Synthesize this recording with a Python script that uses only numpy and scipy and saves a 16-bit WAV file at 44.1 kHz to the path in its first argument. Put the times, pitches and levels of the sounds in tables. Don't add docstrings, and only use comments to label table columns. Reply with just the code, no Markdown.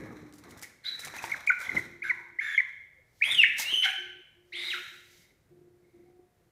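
import sys
import numpy as np
from scipy import signal
from scipy.fft import rfft, irfft
from scipy.io import wavfile
from scipy.ndimage import uniform_filter1d

SR = 44100
rng = np.random.default_rng(int(sys.argv[2]) if len(sys.argv) > 2 else 0)


def gain_from_decibels(decibels):
    exponent = np.asarray(decibels, float) / 20
    return 10 ** exponent


def output_pcm(signal):
    pcm = np.clip(np.atleast_2d(signal).T, -1, 1) * 32767
    wavfile.write(sys.argv[1], SR, np.round(pcm).astype(np.int16))


N = 287223

TOP_HZ = 16600
HOARSE_FROM_HZ, HOARSE_FULL_HZ = 2900, 3200
PEEP_VOICE = (-33, -5, -90, 0.15)


def rms_one(x):
    return x / np.sqrt(np.mean(x ** 2) + 1e-20)


def at_hz(points, hz):
    point_hz, value = np.array(points).T
    return np.interp(np.log(hz + 1), np.log(point_hz), value)


def in_time(rows):
    s, *columns = np.transpose(rows)
    first = max(round(s[0] * SR), 0)
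    t = np.arange(first, min(round(s[-1] * SR), N)) / SR
    return first, [np.interp(t, s, c) for c in columns]


def ramps(length, fade_s):
    n = np.arange(length)
    return np.clip(np.minimum(n, length - n) / (fade_s * SR), 0, 1)


def drift(rate_hz):
    r = np.exp(-2 * np.pi * rate_hz / SR)
    noise = rng.standard_normal(N + SR)
    return rms_one(signal.lfilter([1], [1, -2 * r, r * r], noise)[SR:])


def resonance(x, hz, width_hz):
    r = np.exp(-np.pi * width_hz / SR)
    return signal.lfilter([1, 0, -1], [1, -2 * r * np.cos(2 * np.pi * hz / SR), r * r], x)


def coloured(spectrum):
    hz = np.arange(N // 2 + 1) * SR / N
    return rms_one(irfft(rfft(rng.standard_normal(N)) * gain_from_decibels(at_hz(spectrum, hz)), N))


def bout(s, hold_s, rise_db, fade_db):
    t = np.arange(N) / SR - s
    return gain_from_decibels(np.minimum(rise_db * t, 0) - fade_db * np.maximum(t - hold_s, 0))


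def room_floor():
    # (frequency [Hz], level per Hz [dB])
    spectrum = [(15, -36), (25, -3), (55, 4.5), (120, 8.5), (256, -8), (335, -3), (405, -4), (545, -4),
                (1020, -12), (2000, -12.5), (2910, -20), (15500, -24), (16300, -29)]
    return gain_from_decibels(-70) * coloured(spectrum) * gain_from_decibels(0.51 * drift(4.103))


def drone():
    # (start [s], end [s], level [dB], from [Hz], to [Hz])
    swells = [(.001, 0.438, -52, 316.3, 293.3), (0.448, 0.492, -53, 347, 356),
              (1.232, 1.308, -54.5, 331, 345), (1.745, 2.484, -57.5, 345.7, 347),
              (2.96, 3.023, -72.5, 520, 523), (3.97, 4.222, -57.5, 361, 362.6),
              (4.349, 4.552, -65, 352, 358.6), (4.525, 4.65, -54, 348, 352), (4.66, 4.725, -56.5, 352, 353),
              (4.73, 4.83, -54.5, 355, 361), (5.5, 5.66, -66, 149.9, 150), (5.18, 5.24, -68, 170, 170),
              (4.902, 5.353, -67.5, 358, 351.5), (5.501, 5.909, -58.5, 354, 354),
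              (5.928, 6.286, -58.5, 346, 362.2), (6.04, 6.45, -73.5, 748, 700.5),
              (6.38, 6.51, -73.5, 355, 335)]
    fade_db_per_s, octave_db = 19.5, -22.5
    out, waver = np.zeros(N), drift(48)
    for s, end, db, from_hz, to_hz in swells:
        end_db = db - fade_db_per_s * (end - s)
        first, (hz, level_db) = in_time([(s, from_hz, db), (end, to_hz, end_db)])
        span = slice(first, first + len(hz))
        phase = 2 * np.pi * np.cumsum(hz) / SR
        tone = np.sin(phase) + gain_from_decibels(octave_db) * np.sin(2 * phase)
        level = gain_from_decibels(level_db + 3.15 * waver[span])
        out[span] += np.sqrt(2) * tone * level * ramps(len(hz), 0.02)
    return out


def scuffle():
    # (time [s], hold [s], feathers [dB], body [dB], fade [dB per s])
    bouts = [(.001, 0.17, -61, -47, 45), (0.445, 0.22, -59.5, -52, 150), (0.863, 0.34, -50.5, -57, 28),
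             (1.16, 0.17, -56.5, -43.5, 61), (1.747, 0.0084, -45.5, -36.5, 152),
             (2.066, 0.023, -57.5, -63, 97), (2.437, 0.13, -55, -71, 107), (3.255, 0.032, -45.5, -62, 45),
             (1.617, 0.037, -48, -41, 124), (3.591, 0.0088, -47, -41, 80.5), (3.278, 0.022, -70, -41, 200),
             (1.06, 0.03, -56.5, -47, 150), (3.847, 0.0073, -39, -59, 162.5), (4.566, 0.098, -61, -50, 63),
             (4.618, 0.25, -55, -80, 71)]
    # (frequency [Hz], level per Hz [dB])
    feathers = [(710, -48), (1200, -25), (1380, 5.5), (1470, 2), (1770, 4.5), (2180, 5.5), (2860, -18),
                (4040, -4.5), (4550, -19), (5710, -9), (8630, -20), (12900, -20), (16000, -27)]
    hiss = coloured(feathers) * gain_from_decibels(2.2 * drift(40) + 2.2 * drift(400))
    body = coloured([(300, -33.5), (550, 5), (1250, 7.0), (1800, -30.5)]) * gain_from_decibels(3.0 * drift(25))
    out = np.zeros(N)
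    for s, hold_s, hiss_db, body_db, fade_db in bouts:
        struggle = gain_from_decibels(hiss_db) * hiss + gain_from_decibels(body_db - 12.5) * body
        out += bout(s, hold_s, 702, fade_db) * struggle
    return out


def wing_beats():
    # (time [s], level [dB], fade [dB per s])
    beats = [(.001, -40.5, 59.5), (0.479, -52.5, 73.5), (1.05, -61, 16.5), (1.27, -68, 64),
             (1.752, -42, 114.5), (3.27, -63, 80), (3.349, -57.5, 40), (3.73, -76.5, 69),
             (2.031, -68, 40.5), (0.933, -67, 40.5), (4.65, -68, 18.5), (5.331, -76, 68.5),
             (5.52, -68.5, 18), (5.98, -74, 65.5)]
    low_air = [(25, -37), (60, 0.5), (130, 7.0), (300, 5.0), (520, -0.5), (900, -51)]   # (Hz, dB per Hz)
    thump = coloured(low_air) * gain_from_decibels(1.8 * drift(12))
    return thump * sum(gain_from_decibels(db) * bout(s, 0, 298.5, fade_db) for s, db, fade_db in beats)


def snaps():
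    # (time [s], peak [dB], time to fall 60 dB [s])
    bursts = [(0.325, -48, 0.016), (0.337, -49.5, 0.21), (0.384, -45, 0.08), (0.4384, -46.5, 0.042),
              (0.4977, -45, 0.041), (0.5077, -39.5, 0.048), (0.574, -46, 0.1), (0.593, -38, 0.02),
              (0.6147, -40, 0.06), (0.6255, -37, 0.17), (0.631, -33, 0.06), (0.845, -50.5, 0.026),
              (0.955, -48.5, 0.044), (0.9933, -36.5, 0.22), (1.048, -27, 0.081), (1.075, -33, 0.036),
              (1.14, -40.5, 0.018), (1.1644, -37.5, 0.09), (1.1847, -38, 0.045), (1.224, -37, 0.19),
              (1.2478, -37, 0.14), (1.3144, -40.5, 0.076), (1.4664, -39, 0.099), (1.588, -45, .1),
              (1.6013, -37, 0.17), (1.6287, -46.5, 0.18), (1.749, -55.5, 0.085), (1.7785, -40.5, 0.17),
              (2.1465, -57, 0.038), (3.5812, -28, 0.3), (3.596, -24, 0.12)]
    out, t = np.zeros(N), np.arange(4000) / SR
    grain_db = 5 * np.clip(rng.standard_normal((len(bursts), 100)), -2, 1.2)
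    grains = rng.standard_normal((len(bursts), 4000)) * gain_from_decibels(grain_db.repeat(40, axis=1))
    bright = signal.butter(1, [3400, 10000], "band", fs=SR, output="sos")
    for (s, peak_db, t60), crack in zip(bursts, signal.sosfilt(bright, grains)):
        out[round(s * SR):][:4000] += gain_from_decibels(peak_db - 60 * t / t60) * crack / 2
    return out


def knocks():
    # (time [s], peak [dB], pitch [Hz])
    steps = [(0.993, -46, 2000), (0.625, -52, 830), (1.072, -45, 793), (1.082, -45, 2250), (1.2, -50, 2000),
             (1.139, -41, 950), (1.167, -42, 880), (1.2405, -31, 930), (1.78, -35.5, 350), (1.6, -56, 410),
             (3.597, -39, 900), (3.729, -43.5, 378), (3.745, -52, 420), (3.773, -52, 450),
             (1.056, -44, 2200), (0.455, -55, 680)]
    out, t = np.zeros(N), np.arange(4000) / SR
    dull = signal.butter(2, [300, 2400], "band", fs=SR, output="sos")
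    scuffs = signal.sosfilt(dull, rng.standard_normal((len(steps), 4000)))
    for (s, peak_db, hz), noise in zip(steps, scuffs):
        ring = gain_from_decibels(3.5 - 60 * t / 0.032) * np.sin(2 * np.pi * hz * t)
        high_ring = 1.2 * gain_from_decibels(-60 * t / 0.0046) * np.sin(2 * np.pi * 1.305 * hz * t)
        scuff = 2.3 * gain_from_decibels(-60 * t / 0.036) * noise
        out[round(s * SR):][:4000] += gain_from_decibels(peak_db) * (ring + high_ring + scuff)
    return out


def ticks():
    # (time [s], peak [dB], pitch [Hz])
    early = [(0.326, -43, 5000), (0.3375, -43, 6500), (0.3835, -41, 6340), (0.389, -44, 7500),
             (0.4385, -46, 5000), (0.4935, -43, 8000), (0.5725, -46, 6800), (0.5905, -41, 7500),
             (0.6135, -45, 7000), (0.618, -36, 8500), (0.6253, -29, 7000), (0.6305, -31, 8800),
             (0.635, -36, 6000), (1.049, -32, 5840), (1.076, -31, 2500), (1.139, -42, 6390)]
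    late = [
        (3.583, -28, 5700),
        (3.5935, -22, 10500),
        (3.598, -20, 7500),
        (3.621, -26, 4200),
    ]
    out, t = np.zeros(N), np.arange(400) / SR
    for s, peak_db, hz in early + late:
        ring = np.sin(2 * np.pi * hz * t) + 0.6 * np.sin(2 * np.pi * 1.45 * hz * t)
        out[round(s * SR):][:400] += gain_from_decibels(peak_db - 1.5 - 60 * t * hz / 9.0) * ring
    return out


def gasps():
    # (time [s], hold [s], level [dB], rise [dB per s], fade [dB per s])
    breaths = [
        (3.197, .02, -68, 149, 103),
        (3.597, 0.004, -35, 800, 450),
        (3.62, .012, -44, 600, 700),
        (4.675, 0.074, -54.5, 154.5, 70),
        (5.128, 0.096, -66, 49.5, 160),
    ]
    # (frequency [Hz], level per Hz [dB])
    spectrum = [(1500, -31.5), (3000, -1), (6000, 2.2), (9000, -6.5), (13500, -4.5), (16000, -10)]
    air = coloured(spectrum) * gain_from_decibels(0.79 * drift(27))
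    return air * sum(gain_from_decibels(db) * bout(s, hold_s, rise_db, fade_db)
                     for s, hold_s, db, rise_db, fade_db in breaths)


def rasp():
    # (start [s], end [s], level [dB], main resonance [Hz], upper resonances [dB])
    bursts = [(.001, 0.12, -58.5, 1690, -29), (0.625, 0.656, -48, 2005, -16), (0.84, 0.92, -49, 3480, -8),
              (0.84, 0.96, -55, 1560, -12), (0.848, 0.896, -53, 4700, -20), (1.298, 1.317, -45, 2060, -13),
              (1.509, 1.529, -29, 1534, -38), (2.118, 2.318, -60, 980, -30.5),
              (2.574, 2.694, -64, 1060, -23), (3.85, 3.909, -35, 1630, -27.5),
              (2.032, 2.121, -38, 1587, -17), (2.405, 2.562, -35, 1754, -20.5),
              (3.232, 3.251, -24.5, 2500, -25), (3.245, 3.349, -37.5, 2080, -18),
              (3.241, 3.302, -51, 9700, -12), (3.306, 3.36, -53, 8000, -8.5),
              (3.41, 3.455, -32, 2900, -17.5), (3.585, 3.677, -46, 2170, -11),
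              (3.639, 3.728, -47.5, 3940, -25), (3.828, 3.866, -27.5, 3180, -19),
              (4.527, 4.72, -45, 2100, -16), (4.56, 4.713, -53, 2930, -12), (4.58, 4.76, -57.5, 4800, -15),
              (4.552, 4.737, -63, 9650, -15), (4.55, 4.72, -64.5, 8000, -15),
              (4.522, 4.704, -50, 4000, -19), (4.725, 4.77, -42, 1980, -16), (4.738, 4.79, -44, 1400, -24),
              (5.08, 5.326, -73, 2070, -2), (5.837, 6.113, -82.5, 2075, -2)]
    # (frequency [Hz], width [Hz], level [dB])
    windpipe = (2150, 260, -4)
    # (frequency [Hz], width [Hz], level [dB])
    beak = [(3800, 1200, -7), (4870, 680, -13), (6050, 470, -12.5), (11140, 600, -12)]
    main_width_hz, throbs_per_s = 360, 250
    out, uneven = np.zeros(N), drift(39)
    for s, end, level_db, main_hz, upper_db in bursts:
        first, length = round(s * SR), round((end - s) * SR)
        span = slice(first, first + length)
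        throb = np.sin(np.pi * np.cumsum(throbs_per_s * gain_from_decibels(1.1 * uneven[span])) / SR) ** 4
        air = rng.standard_normal(length) * (0.52 + throb)
        main = (main_hz, main_width_hz * max(1, main_hz / 1500), 0)
        upper = [(hz, width_hz, db + upper_db) for hz, width_hz, db in beak]
        for hz, width_hz, db in [main, windpipe] + upper:
            rung = resonance(resonance(air, hz, 0.59 * width_hz), hz, 0.59 * width_hz)
            out[span] += gain_from_decibels(level_db + db) * rms_one(rung) * ramps(length, 0.0075)
    return out


def dipping_peeps():
    # (time [s], half length [s], level [dB], lowest pitch [Hz])
    dips = [
        (1.191, 0.0077, -38, 2450),
        (1.323, 0.0077, -24, 2120),
        (1.696, 0.0057, -24.5, 2063),
        (1.719, 0.0037, -26.5, 2007),
        (1.774, 0.01, -21, 1997),
        (1.795, 0.0056, -27.5, 1973),
        (1.669, .006, -36, 2030),
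    ]
    for s, half, db, hz in dips:
        u = np.linspace(-1, 1, round(2 * half * SR))
        pitch = hz * np.interp(u, [-1, 0, 1], [1.15, 1, 1.07])
        yield round((s - half) * SR), pitch, db - 16 * u ** 2, *PEEP_VOICE


def gliding_peeps():
    # (time [s], half length [s], level [dB], from [Hz], to [Hz])
    glides = [(0.842, 0.0055, -54, 4250, 4040), (1.184, 0.0073, -49.5, 6917, 5510),
              (1.202, .006, -43, 2143, 1800), (1.343, 0.0072, -31, 2508, 1204),
              (1.506, 0.0064, -16.5, 1522, 1431), (1.764, 0.0045, -47.5, 3510, 2330),
              (2.027, 0.0084, -32.5, 1953, 2515), (2.107, .013, -22, 2370, 1792),
              (2.119, 0.0072, -46, 1049, 970), (2.395, 0.0091, -25, 1870, 2334),
              (2.582, 0.0057, -15, 2219, 2017), (2.591, 0.0059, -20.5, 2078, 2311),
              (2.5977, 0.0035, -24.5, 2261, 2140), (2.604, .0055, -19, 2180, 1864),
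              (3.206, .003, -52, 2150, 2140), (3.216, .005, -32.5, 1702, 2057),
              (3.2242, 0.0054, -17, 2130, 2453), (3.231, 0.0059, -21.5, 2460, 2592),
              (3.4365, .0045, -11, 2560, 1800), (3.441, .003, -19, 1800, 1680),
              (3.446, .007, -19.5, 1644, 2230), (3.457, 0.0029, -17.5, 2345, 2065)]
    for s, half, db, from_hz, to_hz in glides:
        u = np.linspace(-1, 1, round(2 * half * SR))
        yield round((s - half) * SR), np.linspace(from_hz, to_hz, len(u)), db - 18 * u ** 4, *PEEP_VOICE


def whistles():
    # (time [s], pitch [Hz], level [dB])
    early = [
        [(.852, 3750, -45), (.865, 3845, -30), (.876, 4015, -36), (.889, 3965, -32.5), (.896, 3964, -33.5),
         (.9, 3960, -45.5), (.935, 3900, -39), (.965, 3980, -45.5)],
        [(1.464, 3675, -47.5), (1.471, 2600, -51), (1.475, 2190, -18.5), (1.481, 2410, -24),
         (1.487, 2500, -31.5), (1.494, 2324, -21), (1.5, 2087, -16), (1.503, 1850, -23.5)],
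        [(1.61, 3460, -63.5), (1.622, 3800, -61), (1.633, 3510, -57.5), (1.641, 2850, -58), (1.65, 3390, -55),
         (1.66, 3370, -52), (1.668, 2820, -61.5)],
        [(2.036, 3200, -67), (2.052, 3850, -61), (2.068, 3550, -56), (2.086, 3600, -57.5), (2.094, 2320, -51)],
        [(2.402, 3080, -60), (2.415, 3380, -62), (2.44, 3560, -51.5), (2.47, 3576, -48), (2.51, 3425, -48),
         (2.535, 3530, -47.5), (2.548, 3340, -43), (2.568, 3350, -43), (2.577, 2700, -48)],
        [(3.24, 2896, -38), (3.255, 3230, -33), (3.275, 3330, -36.5), (3.293, 3410, -40), (3.305, 3520, -29.5),
         (3.322, 3634, -26), (3.336, 3396, -27), (3.34, 3380, -38)],
    ]
    late = [
        [(3.34, 3420, -35.5), (3.35, 3296, -24.5), (3.36, 3220, -31.5), (3.372, 3060, -29), (3.384, 3014, -23),
         (3.39, 2880, -17), (3.4, 2780, -14), (3.408, 2720, -17), (3.412, 2640, -25)],
        [(3.411, 2620, -26), (3.415, 2604, -17), (3.42, 2610, -18), (3.423, 2600, -27), (3.426, 2597, -19),
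         (3.429, 2600, -29), (3.433, 2560, -21)],
        [(3.655, 2690, -36.5), (3.69, 2890, -32), (3.718, 3200, -33), (3.734, 3138, -31), (3.739, 3032, -21.5),
         (3.748, 3006, -28), (3.752, 3194, -32), (3.767, 3185, -30), (3.77, 3100, -40)],
        [(3.769, 3065, -38), (3.776, 3065, -29), (3.782, 3065, -37), (3.79, 3058, -31), (3.81, 3055, -33),
         (3.82, 3058, -33), (3.827, 3020, -23.5), (3.832, 2880, -30)],
        [(3.829, 1501, -46.5), (3.836, 1151, -57), (3.843, 910, -52.5), (3.852, 822, -47.5), (3.862, 745, -39),
         (3.872, 793, -55.5), (3.89, 808, -61)],
        [(4.521, 1765, -48), (4.531, 2325, -43), (4.543, 3000, -44.5), (4.56, 3523, -40.5), (4.6, 3720, -43.5),
         (4.64, 3800, -42), (4.668, 3827, -36.5), (4.692, 3775, -41)],
        [(4.69, 3746, -43), (4.705, 3300, -36.5), (4.72, 2710, -33.5), (4.733, 1898, -34.5), (4.742, 1478, -33),
         (4.75, 1350, -37.5)],
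    ]
    overtones_db = [-27, -24.5, -5, 2, -4.5, -18.5, -21, -22, -15.5, -14, 23, -22.5, -24]
    tilts_db = [-5, 0, 1, -4, -8.5, 0.5, 0.55, 1.1, 1, 0.5, -4, -9, -9]
    halves_db = [-43, -58.5, -60, -29, -40, -27.5, -26.5, -50, -40.5, -40, -58, -60, -60]
    hoarseness = [.2, .2, .3, .3, .14, .14, .22, .2, .16, .07, .15, .32, .25]
    follows = 0.54
    voices = zip(early + late, overtones_db, tilts_db, halves_db, hoarseness)
    for rows, mean_over_db, tilt_db, half_db, hoarse in voices:
        first, (hz, db) = in_time(rows)
        over_db = mean_over_db - (1 - follows) * (db - db.mean())
        over_db = over_db + 5 * np.log2(hz / np.median(hz))
        yield first, hz, db, over_db, tilt_db, half_db, hoarse


def cries():
    # (multiple of the pitch, level [dB])
    overtones = [(2, -8.5), (3, -10), (4, -17), (5, -25)]
    # (time [s], direct sound over what the room receives [dB])
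    head = [(.9, 3), (1.19, 2.5), (1.32, 5), (1.345, 6.5), (1.5, 0.6), (1.7, -0.5), (1.77, 12.5),
            (1.8, -4.5), (2.1, 5), (2.6, 4.5), (3.3, 1.5), (3.75, -9), (4.6, -4.5)]
    direct, sent = np.zeros(N), np.zeros(N)
    wobble, shimmer, patches = drift(67), drift(110), drift(45)
    sideband = signal.butter(4, 318.3, fs=SR, output="sos")
    flutter = rms_one(signal.sosfilt(sideband, rng.standard_normal(N)))
    calls = [*dipping_peeps(), *gliding_peeps(), *whistles()]
    for first, hz, level_db, over_db, tilt_db, half_db, hoarse in calls:
        span = slice(first, first + len(hz))
        level_db = uniform_filter1d(level_db, size=90, mode="nearest")
        forced = np.clip((hz - HOARSE_FROM_HZ) / (HOARSE_FULL_HZ - HOARSE_FROM_HZ), 0.01, 1)
        rough = hoarse * forced
        shaky_hz = hz * (1 + 0.015 * (rough + hoarse) * wobble[span])
        phase = 2 * np.pi * np.cumsum(shaky_hz) / SR
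        over = 0
        for k, db in overtones:
            patchy_db = 9 * np.sqrt(hoarse) * np.roll(patches, k * SR // 7)[span]
            over = over + gain_from_decibels(db + tilt_db * (k - 2) + patchy_db) * np.sin(k * phase) * (k * hz < TOP_HZ)
        half = 0
        for k in (1, 2, 3):
            half = half + gain_from_decibels(6 * np.roll(patches, k * SR // 5)[span]) * np.sin((k + 0.5) * phase)
        tone = np.sin(phase) + gain_from_decibels(over_db) * over + gain_from_decibels(half_db) * forced * half
        opening = np.sqrt(1 - rough) * gain_from_decibels(5 * rough * shimmer[span]) + np.sqrt(rough) * flutter[span]
        cry = np.sqrt(2) * gain_from_decibels(level_db) * ramps(len(hz), 0.003) * opening * tone
        direct_db = np.interp(first / SR, *np.transpose(head))
        if np.median(hz) > HOARSE_FULL_HZ:
            direct_db -= 4.5
        direct[span] += cry
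        sent[span] += cry / gain_from_decibels(direct_db)
    return direct, sent


def room(x):
    # (frequency [Hz], time to fall 60 dB [s])
    ring_times = [(150, 0.32), (700, 0.58), (2000, 0.78), (3500, 0.78), (7000, .58), (14000, 0.42)]
    gap_s = 0.0062
    t, tail = np.arange(round(1.3 * SR)) / SR, 0
    band_hz = 70 * 2 ** np.arange(0, 8.1, 0.5)
    white = rng.standard_normal((2, len(t)))
    for k, (low, high) in enumerate(zip(band_hz, band_hz[1:])):
        half_octave = signal.butter(2, [low, high], "band", fs=SR, output="sos")
        band = signal.sosfilt(half_octave, white[k % 2])
        tail = tail + band * gain_from_decibels(-60 * t / at_hz(ring_times, np.sqrt(low * high)))
    tail = tail * np.clip(t / gap_s - 1, 0, 1) * np.sqrt(np.log(1e6) / SR)
    return gain_from_decibels(-5) * signal.fftconvolve(x, tail)[:N]


def scene():
    direct, sent = cries()
    throat = rasp()
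    moving = scuffle() + wing_beats() + snaps() + knocks() + ticks() + gasps()
    ringing = room(sent + throat + gain_from_decibels(-1.5) * moving)
    return (direct + throat + moving + ringing + drone() + room_floor())[None]


def top_cut(x):
    return signal.sosfilt(signal.butter(12, 16650, fs=SR, output="sos"), x)


def record(dry):
    low_pass = signal.cheby2(12, 70, TOP_HZ, fs=SR, output="sos")
    mix = signal.sosfilt(low_pass, dry)
    return top_cut(mix)


dry = scene()
out = record(dry)
output_pcm(out)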